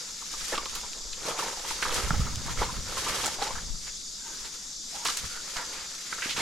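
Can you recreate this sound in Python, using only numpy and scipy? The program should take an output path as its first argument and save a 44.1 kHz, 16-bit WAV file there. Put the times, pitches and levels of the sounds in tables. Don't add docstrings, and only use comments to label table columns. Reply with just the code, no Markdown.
import sys
import numpy as np
from scipy import signal
from scipy.fft import rfft, irfft, next_fast_len
from scipy.io import wavfile
from scipy.ndimage import uniform_filter1d

SR = 44100
rng = np.random.default_rng(int(sys.argv[2]) if len(sys.argv) > 2 else 0)


def to_wav(s):
    ch = np.atleast_2d(s).T
    pcm = np.round(np.clip(ch, -1, 1) * 32767)
    wavfile.write(sys.argv[1], SR, pcm.astype(np.int16))


N = 282681

# pitch_hz, relative_level_db, t60_s (time to fall 60 dB)
MESH_MODES = [(385, 3.5, 0.01), (514, 1.5, 0.032), (591, 2, 0.0087), (803, -3.5, 0.029), (954, -1.5, 0.037),
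              (1070, -3, 0.028), (1180, -4.5, 0.055), (1307, 3.5, 0.016), (1446, -1.5, 0.019),
              (1637, 1, 0.0097), (1814, -1.5, 0.027), (2000, -2.5, 0.025), (2162, -0.5, 0.033),
              (2384, 2, 0.0078), (2813, 0, 0.02), (3246, 6, 0.0067), (3850, 1, 0.016), (4260, -1, 0.062)]
REST_SWISH_DB = -74


def amp(db):
    return 10 ** (np.asarray(db) / 20)


def evened(x):
    return x / np.sqrt(np.mean(x ** 2) + 1e-20)


def peaked(x, peak_db):
    return amp(peak_db) * x / abs(x).max()


def read(points, hz):
    point_hz, value = np.transpose(points)
    return np.interp(np.log(hz + 1), np.log(point_hz + 1), value)


def curves(table):
    s, *columns = np.transpose(table)
    return [np.interp(np.arange(N) / SR, s, column) for column in columns]


def panned(x, lean_db):
    return x * amp(np.array([lean_db / 2, -lean_db / 2])).reshape(2, -1)


def coloured(x, spectrum):
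    size = next_fast_len(N)
    gain = amp(read(spectrum, np.fft.rfftfreq(size, 1 / SR)))
    return irfft(rfft(x, size) * gain, size)[..., :N]


def band(x, lo_hz, hi_hz):
    return signal.sosfilt(signal.butter(2, [lo_hz, hi_hz], "bandpass", fs=SR, output="sos"), x)


def grains(per_s, spread_db):
    size = amp(spread_db * np.minimum(rng.exponential(1, N), 4))
    happens = rng.random(N) < per_s / SR
    return size * rng.choice([-1., 1.], N) * happens


def wander(smooth_s):
    width = int(smooth_s * SR)
    smooth = uniform_filter1d(uniform_filter1d(rng.standard_normal(N), width), width)
    return evened(smooth)


def add(mix, s, sound):
    part = mix[..., round(s * SR):][..., :sound.shape[-1]]
    part += sound[..., :part.shape[-1]]


def glide(length_s, from_hz, to_hz):
    along = np.arange(0, 1, 1 / (length_s * SR))
    return along, 2 * np.pi * np.cumsum(from_hz + (to_hz - from_hz) * along) / SR


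def insects():
    # pitch_hz, relative_level_db per Hz
    chorus_spectrum = [(40, -32), (110, -42), (170, -5), (600, -19), (2500, -24), (3250, -12.5),
                       (3500, -3.5), (4350, -5.5), (4620, 2), (4900, 0), (7300, 1), (8100, -11),
                       (12500, -23.5), (14000, -34), (16000, -57)]
    # pitch_hz, likeness (1 is the same noise in both)
    likeness = [(60, 0.63), (150, 1), (380, 0.81), (950, 0.21), (2380, 0.19), (5980, 0.82), (15000, 0.13)]
    # pitch_hz, left_over_right_db
    side_lean = [(60, -1.0), (180, -0.5), (550, 2), (1650, 4), (4970, 0.5), (15000, 8.5)]
    level_db = -39.5
    frames, hz = N // 256 + 5, np.fft.rfftfreq(1024, 1 / SR)
    a, b, c, d, patches = rng.standard_normal((frames, 513, 5)).T
    patches = evened(uniform_filter1d(uniform_filter1d(patches, 12, 0), 10, 1))
    same = np.clip(read(likeness, hz), -1, 1)[:, None]
    left = a + 1j * b
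    right = same * left + np.sqrt(1 - same ** 2) * (c + 1j * d)
    z = np.array([left, right])
    z *= amp(read(chorus_spectrum, hz)[:, None] + 1.45 * patches)
    z *= amp(np.array([.5, -.5])[:, None] * read(side_lean, hz))[..., None]
    chorus = signal.istft(z, nperseg=1024, noverlap=768)[1][:, :N]
    return amp(level_db) * evened(chorus)


def singer():
    # start_s, length_s, start_pitch_hz, end_pitch_hz
    whistles = [(3.8, 0.38, 4560, 4620), (5.2, 0.65, 4450, 4620)]
    out = np.zeros(N)
    for s, length_s, from_hz, to_hz in whistles:
        along, phase = glide(length_s, from_hz, to_hz)
        add(out, s, np.sqrt(np.sin(np.pi * along)) * np.sin(phase))
    return out * amp(-54 + 3.0 * wander(0.02))


def wind():
    # time_s, low_buffet_db, sharper_flutter_db
    gusts = [(0.0, -60, -65), (0.5, -44.5, -76), (1.12, -42, -70), (1.28, -54, -64), (1.64, -47.5, -73.5),
             (2.21, -30.5, -29.5), (2.27, -35.5, -39), (2.52, -40, -43), (2.61, -33, -45),
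             (2.66, -39, -43.5), (3.3, -52.5, -52.5), (3.4, -44, -55), (3.72, -37.5, -46),
             (4.0, -50.5, -72), (5.19, -54, -68), (5.25, -54, -40.5), (5.33, -48, -65), (6.09, -58.5, -68),
             (6.41, -46, -47)]
    buffet_db, flutter_db = curves(gusts)
    shared, own = rng.standard_normal((2, 1, N)), rng.standard_normal((2, 2, N))
    air = (shared + 0.79 * own) * amp(2.8 * wander(0.022))
    low = evened(coloured(air[0], [(8, 2.5), (45, -6.0), (68, -16.5), (110, -71)]))
    high = evened(coloured(air[1], [(35, -4.5), (70, -0.5), (140, -4.0), (250, -10.0), (600, -45.5)]))
    return amp(buffet_db) * low + amp(flutter_db) * high * amp([[-1.5], [1.5]])


def puffs():
    # start_s, peak_db (before the lean), pitch_hz, left_over_right_db
    strikes = [(2.036, -24, 50.7, -6), (2.108, -20, 144, -8), (2.164, -26.5, 64, -6), (2.195, -25, 143, -7),
               (2.213, -20.5, 55.7, 0), (2.37, -27.5, 94.5, -3), (2.594, -27, 50, -5),
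               (2.725, -34, 144, -8), (3.575, -36, 47, 3), (3.7, -33.5, 24.3, 17), (5.235, -36, 64, 8),
               (6.259, -31.5, 283, -1), (6.381, -31.5, 240, -1)]
    out, t = np.zeros((2, N)), np.arange(5000) / SR
    for s, peak_db, hz, lean_db in strikes:
        swing = np.sin(2 * np.pi * hz * t) * t * np.exp(-2.5 * hz * t)
        add(out, s, panned(peaked(swing, peak_db), lean_db))
    return out


def shoving():
    # peak_s, build_up_s, dying_s, rattle_db, swish_db, wire_centre_hz
    shoves = [(0.0, .05, 0.14, -42, -48.5, 915), (0.52, 0.31, 0.059, -40, -40, 1270),
              (0.534, 0.014, 0.094, -29.5, -59, 1050), (0.75, 0.15, 0.21, -42.5, -45.5, 1130),
              (0.98, 0.22, 0.24, -45, -74, 684), (1.29, 0.096, 0.1, -32, -41.5, 950),
              (1.39, 0.019, 0.2, -30.5, -38, 910), (1.68, 0.089, 0.42, -38.5, -40, 1070),
              (1.86, 0.05, 0.1, -29, -41, 1270), (1.959, 0.068, 0.1, -26.5, -35.5, 920),
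              (2.08, 0.2, 0.39, -33.5, -44.5, 1040), (2.52, 0.1, 0.022, -34.5, -43.5, 1110),
              (2.62, 0.12, 0.16, -30.5, -42, 1010), (2.98, 0.16, 0.26, -34, -41, 1110),
              (3.11, 0.16, 0.17, -29.5, -37, 890), (3.271, 0.17, 0.067, -29, -35.5, 1000),
              (3.43, 0.047, 0.16, -30, -41, 1040), (3.88, 0.1, 0.11, -51, -50.5, 1600),
              (4.398, 0.33, 0.44, -46.5, -50.5, 1270), (4.96, 0.075, 0.19, -45.5, -44.5, 875),
              (5.08, 0.036, 0.068, -34, -36.5, 1250), (5.18, 0.13, 0.31, -42.5, -43.5, 1510),
              (5.35, 0.22, 0.35, -45.5, -50.5, 1330), (5.58, 0.17, 0.088, -41, -45.5, 1047),
              (5.758, 0.3, 0.2, -41.5, -48, 990), (6.31, 0.32, 0.053, -36, -40, 1980),
              (6.41, 0.079, 0.081, -28, -38.5, 1430)]
    range_db = 12
    rest_rattle_db, rest_hz = -72, 1410
    peak_s, build_s, dying_s, rattle_db, swish_db, hz = np.transpose(shoves)[..., None]
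    t = np.arange(0, N, 44) / SR
    below_db = range_db * np.maximum((peak_s - t) / build_s, (t - peak_s) / dying_s)
    rattling = amp(2 * (rattle_db - below_db))
    swishing = amp(2 * (swish_db - below_db))
    rest = amp(2 * rest_rattle_db)
    power = rattling.sum(0) + rest
    centre_hz = ((rattling * hz).sum(0) + rest * rest_hz) / power
    swish = swishing.sum(0) + amp(2 * REST_SWISH_DB)
    return curves(np.transpose([t, 10 * np.log10(power), 10 * np.log10(swish), centre_hz]))


def leaves():
    # pitch_hz, relative_level_db
    bright_spectrum = [(300, -33), (1500, -35), (3000, 9), (6000, 19.5), (9000, -6.5), (12500, 11),
                       (14000, -27), (16000, -31)]
    # pitch_hz, relative_level_db
    dull_spectrum = [(300, -12.5), (1500, 7), (3000, 9), (6000, 11.5), (9000, 5.5), (12500, -2.5),
                     (14000, -10.5), (16000, -26)]
    dull_at_rest, dull_per_db = 0.49, 5
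    swish_db = shoving()[1]
    shared = grains(5000, 1.4)
    crackle = np.array([shared + 0.67 * grains(5000, 4.3) for ear in range(2)])
    crackle = crackle * amp(2.0 * wander(0.017))
    bright, crunch = coloured(crackle, bright_spectrum), coloured(crackle, dull_spectrum)
    scale = np.std(band(bright, 8360, 11840))
    dull = np.clip(dull_at_rest + dull_per_db * (swish_db - REST_SWISH_DB), 0, 1)
    return amp(swish_db - 3.5) * ((1 - dull) * bright + dull * crunch) / scale


def brushes():
    # start_s, noise_level_db (before swell, folds and lean), centre_hz, length_s, width_octaves
    strokes = [(0.55, -31, 3200, 0.0094, 0.7), (1.254, -37.5, 770, 0.14, 1.04),
               (1.377, -41, 2500, 0.027, 0.6), (3.866, -40.5, 1760, 0.028, 2), (4.278, -54.5, 310, 0.14, 1),
               (4.445, -42.5, 1280, 0.041, 4), (5.052, -26, 2780, 0.026, 2.4),
               (5.56, -37.5, 1280, 0.087, 1.2), (5.727, -43.5, 1520, 0.18, 2.1),
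               (6.22, -32, 1950, 0.049, 1.03), (6.292, -29.5, 3300, 0.043, 1.0),
               (6.363, -29.5, 1720, 0.053, 3.3)]
    rise_s, end_s = 0.0013, 0.0065
    out, t = np.zeros((2, N)), np.arange(6000) / SR
    chance = rng.standard_normal((len(strokes), 4, 6000))
    for (s, level_db, hz, length_s, octaves), (a, b, c, folds) in zip(strokes, chance):
        grit = np.array([a + 0.24 * b, a + 0.5 * c])
        half_width = 2 ** (octaves / 2)
        noise = evened(band(grit * abs(grit), hz / half_width, hz * half_width))
        swell = 1 - np.exp(-t / rise_s)
        dying = np.exp(-.8 * t / length_s - np.maximum(t - length_s, 0) / end_s)
        stroke = swell * dying * amp(0.67 * evened(uniform_filter1d(folds, 200)))
        add(out, s, panned(amp(level_db) * noise * stroke, -2.0))
    return out


def snaps():
    # start_s, peak_db (before the lean), centre_hz, left_over_right_db, dying_s (to 1/e)
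    breaks = [(0.578, -21, 4040, -3, 0.0066), (0.6569, -23, 4200, -2, 0.0045),
              (0.7528, -24.5, 4380, -10, 0.0049), (0.753, -24.5, 10500, 1.0, 0.008),
              (0.8132, -27, 5550, -3, 0.0043), (0.932, -25.5, 4600, -1, 0.0052),
              (1.1308, -24, 4100, 1.0, 0.0093), (1.705, -26, 2500, 0, 0.004),
              (1.8252, -17, 1970, -4, 0.0074), (1.943, -16, 7240, -0.5, 0.0031),
              (2.1063, -14.5, 1320, -1, 0.0024), (2.3578, -19.5, 5740, 0.5, 0.00092),
              (2.464, -31, 7300, 0.5, 0.0061), (3.2411, -22, 3780, -3, 0.004),
              (3.2454, -21, 5000, -0.5, 0.004), (3.2598, -14, 7760, 1.0, 0.004),
              (3.267, -17, 6900, -1.0, 0.0039), (3.424, -22.5, 4300, -10, 0.004),
              (5.05, -18, 7400, 0, 0.004), (5.069, -18, 6100, 1, 0.0043), (5.0728, -20, 6500, 1, 0.004),
              (5.076, -24, 4000, -2, 0.003), (5.084, -21, 3970, -3, 0.0029),
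              (5.099, -18.5, 5100, -2, 0.006), (5.1712, -16.5, 7460, 1, 0.0023),
              (5.173, -33, 2210, -6, 0.0032), (5.5672, -20.5, 4900, -3, 0.0058),
              (5.5678, -25.5, 1420, -2, 0.0023), (6.1283, -22.5, 2100, -6, 0.0042)]
    out, t = np.zeros((2, N)), np.arange(1500) / SR
    chance = rng.standard_normal((len(breaks), 1500))
    for (s, peak_db, hz, lean_db, dying_s), noise in zip(breaks, chance):
        burst = band(noise * abs(noise), 0.54 * hz, min(1.27 * hz, 15000)) * np.exp(-t / dying_s)
        crack = np.sin(2 * np.pi * hz * t) * np.exp(-.45 * hz * t)
        burst += 1.25 * abs(burst).max() * crack
        add(out, s, panned(peaked(burst, peak_db), lean_db))
    return out


def slide():
    # start_s, length_s, level_db (rms before the swell), start_pitch_hz, end_pitch_hz
    slides = [(2.201, 0.027, -40.5, 1190, 1290), (2.642, 0.088, -40.5, 1000, 1020),
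              (4.193, 0.2, -54.5, 1580, 1520), (4.223, 0.1, -54, 940, 950), (4.925, 0.15, -46, 710, 1030),
              (5.277, 0.14, -46.5, 1460, 1450)]
    out, friction = np.zeros(N), grains(900, 1.2) * amp(1.0 * wander(0.015))
    r = np.exp(-np.pi * 130 / SR)
    for s, length_s, level_db, from_hz, to_hz in slides:
        along, phase = glide(length_s, from_hz, to_hz)
        turn = np.exp(1j * phase)
        slow = signal.lfilter([1], [1, -2 * r, r ** 2], friction[round(s * SR):][:len(along)] / turn)
        swell = np.sqrt(np.sin(np.pi * along))
        add(out, s, amp(level_db) * swell * evened((slow * turn).real))
    return out


def rings(size):
    hz, db, t60 = np.transpose(MESH_MODES)[..., None]
    t = np.arange(size) / SR
    return amp(db - 60 * t / t60) * np.sin(2 * np.pi * hz * t) / np.sqrt(t60)


def nearness(hz, centre_hz, octaves, far):
    return far + np.exp(-(np.log2(hz / centre_hz) / octaves) ** 2)


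def rattle():
    rattle_db, _, centre_hz = shoving()
    clumps = amp(1.8 * wander(0.024))
    slips = [nearness(hz, centre_hz, 0.8, 0.82) * clumps * evened(grains(260, 3.66))
             for hz, _, _ in MESH_MODES]
    ringing = signal.oaconvolve(slips, rings(size=6000), axes=1)[:, :N].sum(0)
    running_rms = np.sqrt(abs(uniform_filter1d(ringing ** 2, 9000)) + 1e-12)
    return amp(rattle_db - 5.0) * ringing / running_rms


def knocks():
    # start_s, peak_db (before the cage's band and lean), struck_wire_centre_hz
    blows = [(0.219, -36.5, 1070), (0.334, -33.5, 1130), (0.523, -25.5, 540), (0.527, -23.5, 1780),
             (0.534, -24.5, 766), (0.576, -20, 1076), (0.656, -31, 1100), (0.76, -31.5, 1180),
             (0.832, -33, 980), (1.252, -31.5, 443), (1.278, -29, 500), (1.304, -27.5, 507),
             (1.308, -28.5, 1160), (1.388, -22.5, 1165), (1.421, -25.5, 930), (1.456, -29, 825),
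             (1.478, -33, 950), (1.526, -29, 910), (1.57, -33.5, 818), (1.595, -34, 716), (1.644, -34, 940),
             (1.706, -27.5, 980), (1.825, -31, 1390), (1.852, -20.5, 1210), (1.892, -28, 1210),
             (1.913, -32, 1150), (1.974, -26, 1220), (2.108, -28, 1270), (2.14, -30, 765),
             (2.268, -29.5, 1190), (2.48, -28.5, 1120), (2.586, -30, 2090), (2.614, -23.5, 520),
             (2.616, -18.5, 950), (2.626, -26, 920), (2.968, -28.5, 1060), (3.062, -25, 1060),
             (3.236, -28, 830), (3.276, -25, 820), (3.385, -29, 845), (3.416, -21, 776), (3.47, -28, 847),
             (3.504, -27.5, 930), (3.553, -30, 1430), (3.582, -30.5, 1520), (5.051, -20, 1114),
             (5.083, -25.5, 1260), (5.572, -28, 1690), (5.584, -33, 1590), (5.589, -32, 935),
             (5.612, -34, 980), (6.123, -28, 1470), (6.181, -30.5, 1470), (6.365, -32, 1120)]
    out, modes, t = np.zeros(N), rings(size=5000), np.arange(1500) / SR
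    hz = np.transpose(MESH_MODES)[0]
    press = 1 - np.exp(-t / 0.0014)
    dying = np.exp(-t / 0.0094) + 0.93 * np.exp(-t / 0.0014)
    chance = rng.standard_normal((len(blows), len(MESH_MODES), 1500))
    for (s, peak_db, struck_hz), jolts in zip(blows, chance):
        jolts = jolts * abs(jolts) * dying * press
        shaken = signal.fftconvolve(jolts, modes, axes=1)
        add(out, s, peaked(nearness(hz, struck_hz, 0.16, 0.041) @ shaken, peak_db))
    return out


def thicket(x):
    t = np.arange(4000) / SR
    hits = rng.random((2, 4000)) < .05
    taps = rng.choice([-1., 1.], (2, 4000)) * hits * amp(-60 * t / 0.19)
    return signal.oaconvolve(x, taps / np.linalg.norm(taps[0]), axes=1)[:, :N]


def scene():
    cage = panned(band(rattle() + knocks() + slide(), 127, 14000), -0.8)
    near = cage + snaps() + brushes()
    return near + amp(-10.0) * thicket(near) + leaves() + wind() + puffs() + insects() + singer()


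def record(dry):
    lowpass = signal.firwin(511, 16300, window=("kaiser", 9), fs=SR)
    return signal.oaconvolve(dry, lowpass[None], "same")


dry = scene()
out = record(dry)
to_wav(out)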